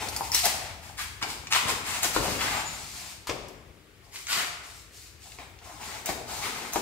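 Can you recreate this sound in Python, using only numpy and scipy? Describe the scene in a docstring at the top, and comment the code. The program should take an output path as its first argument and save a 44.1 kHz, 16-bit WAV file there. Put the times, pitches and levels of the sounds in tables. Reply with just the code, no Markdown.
"""Two people scuffle in a bare classroom, on gritty concrete covered with flattened cardboard boxes.
From the start, over a low rumble, soles and clothes drag; the cardboard snaps and knocks.
Feet and knees thump down, hardest at 2.2 s. A sliding contact squeaks at 2.6-3 s; more landings follow.
A lull from 3.5 s is broken by a scrape at 4.3 s; scuffing builds again to landings at 6.1 and 6.8 s.
The hard room rings on after every move."""
import sys
import numpy as np
from scipy import signal
from scipy.fft import rfft, irfft, next_fast_len
from scipy.io import wavfile
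from scipy.ndimage import uniform_filter1d, map_coordinates

SR = 44100
rng = np.random.default_rng(int(sys.argv[2]) if len(sys.argv) > 2 else 0)


def persist_wave(psi):
    """Save psi, clipped to +-1, as 16-bit WAV."""
    counts = np.round(np.clip(psi, -1, 1) * 32767).astype(np.int16)
    wavfile.write(sys.argv[1], SR, np.atleast_2d(counts).T)


N = 300321

# Levels are relative, ahead of each layer's gain.
# sole and cloth strokes: t/s, length/s, scrape/dB, grit/dB, share on cardboard (clipped to 0-1)
STROKES = [(-0.02, 0.09, -31, -33, .5), (0.106, 0.083, -38.5, -36, 0.5), (0.22, .04, -42, -33, -3),
           (0.318, 0.068, -29, -19.5, -0.16), (0.423, 0.036, -28.5, -21, 1.7),
           (0.446, 0.01, -19, -22.5, -0.1), (0.57, .14, -41, -47.5, -1.9), (0.81, 0.082, -45, -43.5, 0.1),
           (0.968, 0.051, -30.5, -30.5, 0), (1.211, 0.016, -24.5, -31, 0.36),
           (1.263, 0.068, -40, -33.5, 0.7), (1.502, 0.051, -23, -23.5, .1), (1.539, 0.017, -17, -21.5, 0),
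           (1.58, .09, -39, -40, 2.5), (1.666, 0.037, -23, -23, 0.3), (1.839, 0.14, -30.5, -29.5, 0.2),
           (2.015, 0.041, -25, -21.5, 0.4), (2.124, 0.051, -29, -26, 0.4), (2.19, 0.17, -34, -30.5, -0.1),
           (2.374, 0.12, -25.5, -29, 0.16), (2.494, .11, -26.5, -31.5, 0.4), (2.635, 0.28, -46.5, -38.5, 0),
           (2.903, 0.22, -44, -38.5, 0.4), (3.266, 0.02, -31.5, -33.5, -0.6), (4.01, 0.11, -59, -57, 20),
           (4.113, .11, -44.5, -39, -1), (4.27, 0.13, -26, -26, -0.32), (4.35, 0.095, -30.5, -36, 0.2),
           (4.595, .22, -62, -46.5, 0.5), (4.907, 0.17, -57.5, -45, .1), (5.188, 0.16, -55, -46, 0.7),
           (5.381, 0.04, -40.5, -45.5, 0.4), (5.595, 0.31, -46.5, -47, 0.8), (5.788, 0.2, -38.5, -39, 0.38),
           (6.047, 0.059, -32, -30.5, 0.5), (6.255, 0.21, -37, -34, 0.9),
           (6.402, 0.091, -29.5, -33.5, 0.13), (6.497, 0.19, -36.5, -38.5, 0.3),
           (6.713, 0.062, -32, -30, 1.8)]
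# weight rolling over the sheets: t/s, length/s, drone/dB
ROLLS = [(-0.03, 0.11, -39), (1.603, 0.17, -39.5), (2.021, 0.047, -33), (4.325, .12, -45),
         (5.775, 0.32, -48.5), (6.392, 0.29, -43)]
# spectra of concrete rasp, hollow cardboard, grit hiss, sheet drone: f/Hz, level/dB
RASP_SPECTRUM = [(240, -24), (450, -22.5), (700, -16), (950, -5.5), (1200, -2.5), (1550, -4.5),
                 (2150, -0.5), (2600, -4), (3400, -5.5), (8000, -2.5), (12000, -50.5)]
SHEET_SPECTRUM = [(300, -18), (600, -19.5), (710, 1.5), (780, -9), (855, 2.5), (950, -15), (1055, -1.5),
                  (1140, -20), (1240, -9), (1500, -11), (4000, -31.5)]
GRIT_SPECTRUM = [(1200, -22), (2200, 14), (3300, 0.5), (5200, -0.5), (6100, -2.5), (7300, -1), (10300, -8),
                 (13000, -10.5), (15800, -15.5)]
DRONE_SPECTRUM = [(70, -17), (125, -1.5), (180, -14.5), (236, 9.5), (310, -9.5), (410, 4.5), (540, 1),
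                  (680, -5.5), (1100, -36)]
# background spectra: f/Hz, level/dB
RUMBLE_SPECTRUM = [(35, -15), (52, 6), (85, 5), (130, -4.5), (220, -13.5), (500, -29)]
AIR_SPECTRUM = [(100, -4), (400, 15), (1500, -13), (6000, -22), (11000, -9), (14000, -26)]
# rumble envelope: t/s, level/dB
RUMBLE_LEVEL = [(0.0, -42.5), (0.42, -47.5), (1.61, -50.5), (2.39, -49), (3.02, -55), (3.47, -57),
                (4.14, -58.5), (6.07, -52.5), (6.81, -58)]
# cardboard and grit snapping: t/s, level/dB, body offset/dB, f/Hz
SNAPS = [(0.0864, -16, -13, 4930), (0.1638, -11.5, -20, 5050), (0.3184, -12.5, -17, 5400),
         (0.3471, -5, -31, 5540), (0.455, -4, -32, 5040), (0.465, -21, -20, 5000), (1.227, -13, -18, 2280),
         (1.3022, -24, -11, 2380), (1.4702, -29.5, 2.5, 2420), (1.525, -12, 0.5, 2100),
         (1.534, -17, 5, 2180), (2.0318, -8.5, -28, 6960), (2.0452, -13.5, -14, 3130),
         (3.2715, -23.5, -1.5, 4200), (3.2964, -18.5, -4, 2200), (3.312, -27.5, -3, 2270),
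         (3.485, -32.5, -42, 5970), (4.159, -23.5, -19, 2240), (4.2693, -29, 6, 2280),
         (4.3295, -15.5, 1.5, 2280), (5.3193, -37, 2.5, 2080), (5.3868, -35, -15, 2360),
         (5.589, -37.5, -15, 2640), (6.059, -12.5, -18, 6900), (6.0905, -22.5, -16, 2450),
         (6.7337, -15, -11, 6270)]
# knocks on a buckled sheet: t/s, level/dB, f/Hz
KNOCKS = [(0.2084, -14.5, 864), (0.898, -32, 810), (1.217, -26, 1130), (1.226, -23, 973),
          (1.562, -11, 1060), (3.271, -27, 930), (5.3865, -34, 2210)]
# feet, hands and knees landing: t/s, level/dB, thud offset/dB, slap f/Hz, thud f/Hz
LANDINGS = [(0.458, -27, -12, 690, 204), (1.227, -28, -8, 1020, 240), (1.655, -31.5, 0.5, 550, 161),
            (2.164, -14.5, -4, 1050, 393), (2.254, -23.5, -2.5, 720, 470), (2.282, -25, -0.5, 650, 230),
            (3.294, -26, 1, 1040, 426), (3.31, -28.5, -0.5, 1120, 486), (3.342, -39, 4.5, 850, 437),
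            (5.387, -39.5, -3.5, 880, 354), (6.091, -20.5, -8.5, 745, 247), (6.759, -16.5, -7.5, 800, 272),
            (6.777, -27, -12, 930, 240)]
# impact spectra: multiple of the event's f, level/dB
CRACK_SPECTRUM = [(.15, -15), (.6, -13), (1, 7.5), (1.4, -1), (2.5, -2), (6, -38)]
SLAP_SPECTRUM = [(.2, -17), (.55, -19.5), (1, 5.5), (1.35, -5.5), (1.9, -13), (3.2, -13), (9, -35.5),
                 (17, -33)]
THUD_SPECTRUM = [(.12, 8), (.3, -16), (.65, 0.5), (1.2, 5), (1.8, 0.5), (3.5, -24), (12, -48)]
# stick-slip squeaks and groans: centre t/s, length/s, f/Hz, waver/Hz, level/dB
SQUEAKS = [(2.58, .09, 7480, 32, -41), (2.58, .14, 858, 22, -41), (2.674, .047, 6990, 22, -36),
           (2.72, .22, 7480, 24, -50), (2.73, .12, 6990, 20, -43), (2.94, .05, 7000, 40, -46),
           (4.44, .24, 700, 16, -47), (5.738, .06, 309, 12, -53)]
# mover's bearing: t/s, left channel lead/s
BEARING = [(0, .00003), (1.2, .00011), (2.2, .00009), (3.2, 0), (4.3, -.00008), (5.2, .00004),
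           (6.8, .00007)]
# room decay: f/Hz, t60/s
ROOM_T60 = [(100, 3.2), (400, 1.1), (1000, 1.04), (2500, 0.88), (6000, 0.73), (14000, 0.48)]
# diffuse field: f/Hz, left-right correlation
COHERENCE = [(100, 1), (300, 0.96), (600, 0.73), (1200, 0.057), (2500, 0), (12000, 0.16)]
# channel balance: f/Hz, left minus right/dB
BALANCE = [(60, 7), (110, 9.5), (200, 6.5), (380, 10.5), (700, 4.5), (1290, 4.5), (2380, 2.0), (4400, 1.0),
           (8120, 5), (15000, 2)]


def amp(db):
    return 10 ** (np.asarray(db) / 20)


def unit(x):
    return x / np.sqrt(np.mean(x ** 2) + 1e-20)


def along(points, hz):
    """Interpolate (f/Hz, value) points on a log axis."""
    f, values = np.transpose(points)
    return np.interp(np.log(hz + 1), np.log(f + 1), values)


def curve(points):
    """Interpolate (t/s, value) points per sample."""
    times, values = np.transpose(points)
    return np.interp(np.arange(N) / SR, times, values)


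def wobble(rate_hz):
    """Smooth random curve."""
    knots = rng.standard_normal(int(N * rate_hz / SR) + 4)
    return map_coordinates(knots, [np.arange(N) * rate_hz / SR])


def filtered(x, response):
    """Zero-phase filter, gain response(hz)."""
    n = x.shape[-1]
    size = next_fast_len(n + SR // 4)
    return irfft(rfft(x, size) * response(np.fft.rfftfreq(size, 1 / SR)), size)[..., :n]


def coloured(x, spectrum, scale=1, size=4096):
    """Minimum-phase filter of unit energy; scale multiplies the spectrum's frequencies."""
    gain = amp(along(np.multiply(spectrum, [scale, 1]), np.fft.rfftfreq(size, 1 / SR)))
    cepstrum = irfft(np.log(gain))
    cepstrum[1:size // 2] *= 2
    cepstrum[size // 2 + 1:] = 0
    impulse = irfft(np.exp(rfft(cepstrum)))
    return signal.fftconvolve(x, impulse / np.linalg.norm(impulse))[:len(x)]


def add(track, start_s, sound):
    start = max(round(start_s * SR), 0)
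    track[start:start + len(sound)] += sound[:max(N - start, 0)]


def diffuse(pair):
    """Two unrelated signals as a field: alike in the bass, nearly unrelated in the treble."""
    angle = lambda hz: np.arccos(np.clip(along(COHERENCE, hz), -1, 1)) / 2
    mid, side = filtered(pair, lambda hz: np.array([np.cos(angle(hz)), np.sin(angle(hz))]))
    return np.array([mid + side, mid - side])


def stroke(start_s, length_s, sag_db=4.5, release_db_per_s=332):
    """Power of one sliding contact: it bites, eases as it travels, lifts."""
    t = np.arange(N) / SR - start_s
    rise_s = 0.038 * (length_s / 0.13) ** 0.53  # longer strokes build more slowly
    bite = np.clip(t / rise_s, 0, 1)
    eased_db = sag_db * np.clip(t / length_s, 0, 1)
    lifted_db = release_db_per_s * np.maximum(t - length_s, 0)
    return (bite * amp(-eased_db - lifted_db)) ** 2


def sliding(cloth_db=-60, cloth_hiss_db=-66.5):
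    """Concrete, cardboard and grit envelopes: strokes over the constant rub of clothes."""
    power = np.outer([amp(cloth_db) ** 2, 0, amp(cloth_hiss_db) ** 2], np.ones(N))
    for start_s, length_s, scrape_db, grit_db, share in STROKES:
        on_sheet = np.clip(share, 0, 1)
        mix = [amp(scrape_db) ** 2 * (1 - on_sheet), amp(scrape_db) ** 2 * on_sheet, amp(grit_db) ** 2]
        power += np.outer(mix, stroke(start_s, length_s))
    return np.sqrt(power)


def slips(rate_hz, spread_db, clump_db, clump_hz):
    """Tiny uneven slips, bunched where the surface catches."""
    hits = rng.random(N) < rate_hz / SR
    sizes = amp(spread_db * rng.standard_normal(N) + clump_db * wobble(clump_hz))
    return unit(hits * sizes * rng.standard_normal(N))


def shifting(x, depth_db=1.8, size=1024):
    """Surface resonances shift as the contact travels."""
    spectra = signal.stft(x, nperseg=size)[2]
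    drift = uniform_filter1d(rng.standard_normal(spectra.shape), size=2, axis=0)
    drift = uniform_filter1d(drift, size=12, axis=1)
    return unit(signal.istft(spectra * amp(depth_db * unit(drift)), nperseg=size)[1][:N])


def flexing(scrape_envelope, stir_db=-29.5, shudder_db=-21.5, decay_db_per_s=52.5):
    """Sheet drone envelope: stirred by strokes, pressed by rolling weight, shaken by landings."""
    t = np.arange(N) / SR
    stirred = (amp(stir_db) * scrape_envelope) ** 2
    rolled = sum(amp(db) ** 2 * stroke(start_s, length_s) for start_s, length_s, db in ROLLS)
    shaken = sum((t > start_s) * amp(db + shudder_db - decay_db_per_s * np.abs(t - start_s)) ** 2
                 for start_s, db, *_ in LANDINGS)
    return np.sqrt(stirred + rolled + shaken)


def scuffs(drone_db=-2, split_hz=3600):
    """Soles rasp on concrete, rub hollow on cardboard; grit and cloth hiss above, sheets drone below."""
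    on_concrete, on_sheet, on_grit = sliding()
    low = lambda hz: 1 / np.sqrt(1 + (hz / split_hz) ** 8)
    high = lambda hz: np.sqrt(1 - low(hz) ** 2)
    rasp = coloured(slips(rate_hz=7000, spread_db=3, clump_db=0.23, clump_hz=130), RASP_SPECTRUM)
    hollow = coloured(slips(rate_hz=3600, spread_db=3, clump_db=4, clump_hz=86), SHEET_SPECTRUM)
    grit = coloured(slips(rate_hz=14000, spread_db=2.5, clump_db=1, clump_hz=150), GRIT_SPECTRUM)
    drone = coloured(slips(rate_hz=1300, spread_db=1.5, clump_db=2, clump_hz=60), DRONE_SPECTRUM)
    return (on_concrete * shifting(filtered(rasp, low))
            + on_sheet * shifting(filtered(hollow, low))
            + on_grit * shifting(filtered(grit, high))
            + amp(drone_db) * flexing(np.hypot(on_concrete, on_sheet)) * unit(drone))


def background(rumble_db=-1, air_db=-65):
    """Restless low rumble and a faint wash of air."""
    def noise(spectrum):
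        field = diffuse(rng.standard_normal((2, N)))
        return unit(filtered(field, lambda hz: amp(along(spectrum, hz))))

    rumble = amp(curve(RUMBLE_LEVEL) + rumble_db) * noise(RUMBLE_SPECTRUM)
    return rumble + amp(air_db) * noise(AIR_SPECTRUM)


def contact(t60_s, crush):
    """One sharp push, then a dying crush of fibres; unit energy."""
    t = np.arange(SR // 4) / SR
    burst = rng.standard_normal(len(t)) * amp(-60 * t / t60_s)
    burst *= crush / np.linalg.norm(burst)
    burst[0] += 1
    return burst / np.linalg.norm(burst)


def snaps(top_db=16, body_db=17):
    """Creases and grains give way in short dry cracks."""
    out = np.zeros(N)
    for start_s, db, offset_db, hz in SNAPS:
        crack = contact(t60_s=0.024, crush=2.5)
        add(out, start_s, amp(db + top_db) * coloured(crack, CRACK_SPECTRUM, hz))
        add(out, start_s, amp(db + offset_db + body_db) * coloured(crack, RASP_SPECTRUM))
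    return out


def knocks(t60_s=0.022, attack_s=0.00028, mode_ratio=1.06, upper_db=-5):
    """A sheet lifted off the floor rings briefly in two close modes."""
    t, out = np.arange(SR // 5) / SR, np.zeros(N)
    envelope = amp(-60 * t / t60_s) * (1 - np.exp(-t / attack_s))
    for start_s, db, hz in KNOCKS:
        phase = 2 * np.pi * hz * t
        ring = np.sin(phase) + amp(upper_db) * np.sin(mode_ratio * phase)
        add(out, start_s, amp(db) * envelope * ring)
    return out


def landings(slap_db=23, thud_db=26):
    """A landing slaps the sheet flat; the weight behind it thuds into the floor."""
    out = np.zeros(N)
    for start_s, db, offset_db, slap_hz, thud_hz in LANDINGS:
        slap = coloured(contact(t60_s=0.054, crush=0.47), SLAP_SPECTRUM, slap_hz)
        thud = coloured(contact(t60_s=0.32, crush=0.84), THUD_SPECTRUM, thud_hz)
        add(out, start_s, amp(db + slap_db) * slap + amp(db + offset_db + thud_db) * thud)
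    return out


def squeaks(rough_db=3):
    """Stick-slip: a sliding contact briefly locks into a wavering, scratchy tone."""
    t, out = np.arange(N) / SR, np.zeros(N)
    waver = wobble(rate_hz=260)
    grip = unit(amp(rough_db * wobble(rate_hz=110)))
    for centre_s, length_s, hz, waver_hz, db in SQUEAKS:
        phase = 2 * np.pi * np.cumsum(hz + waver_hz * waver) / SR
        envelope = np.exp(-(2 * (t - centre_s) / length_s) ** 2)
        out += amp(db) * envelope * np.sin(phase)
    return grip * out


def direct(x):
    """The straight path reaches the nearer side first."""
    shift = curve(BEARING) * SR / 2
    return np.array([map_coordinates(x, [np.arange(N) + side * shift], order=5) for side in (1, -1)])


def room(x, early_db=-6, early_t60_s=0.047, tail_db=-4, size=512):
    """Tables answer at once, bare walls ring on; moving sources leave the echo phases random."""
    hop = size // 4
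    framing = dict(fs=SR, nperseg=size, noverlap=size - hop)
    hz, t, spectra = signal.stft(x, **framing)
    delay_s = t[t < 1]

    def decay(db, t60_s):
        energy = (delay_s > 0) * amp(-60 * delay_s / t60_s) ** 2
        return amp(db) ** 2 * energy / energy.sum(axis=-1, keepdims=True)

    response = decay(tail_db, along(ROOM_T60, hz)[:, None]) + decay(early_db, early_t60_s)
    power = np.abs(signal.fftconvolve(np.abs(spectra) ** 2, response, axes=1)[:, :len(t)])
    noise = signal.stft(rng.standard_normal((2, N)), **framing)[2]
    field = noise * np.sqrt(power / np.mean(np.abs(noise) ** 2))
    echo = signal.istft(field, **framing)[1]
    return diffuse(np.pad(echo, ((0, 0), (hop, 0)))[:, :N])


def scene(direct_db=-6.5, thump_send_db=-1.5, snap_send_db=-5):
    """Scuffs and impacts, direct and through the room, plus dry squeaks and background."""
    rubs = scuffs()
    thumps = landings() + knocks()
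    cracks = snaps()
    echo = room(rubs + amp(thump_send_db) * thumps + amp(snap_send_db) * cracks)
    return amp(direct_db) * direct(rubs + thumps + cracks) + echo + squeaks() + background()


def record(dry, low_hz=42, top_hz=15750):
    """Bass roll-off, hard treble limit, left side louder."""
    sides = np.array([[1], [-1]])
    band = lambda hz: (hz / low_hz) ** 4 / np.sqrt(1 + (hz / low_hz) ** 8) * (hz < top_hz)
    return filtered(dry, lambda hz: amp(sides * along(BALANCE, hz) / 2) * band(hz))


dry = scene()
out = record(dry)
persist_wave(out)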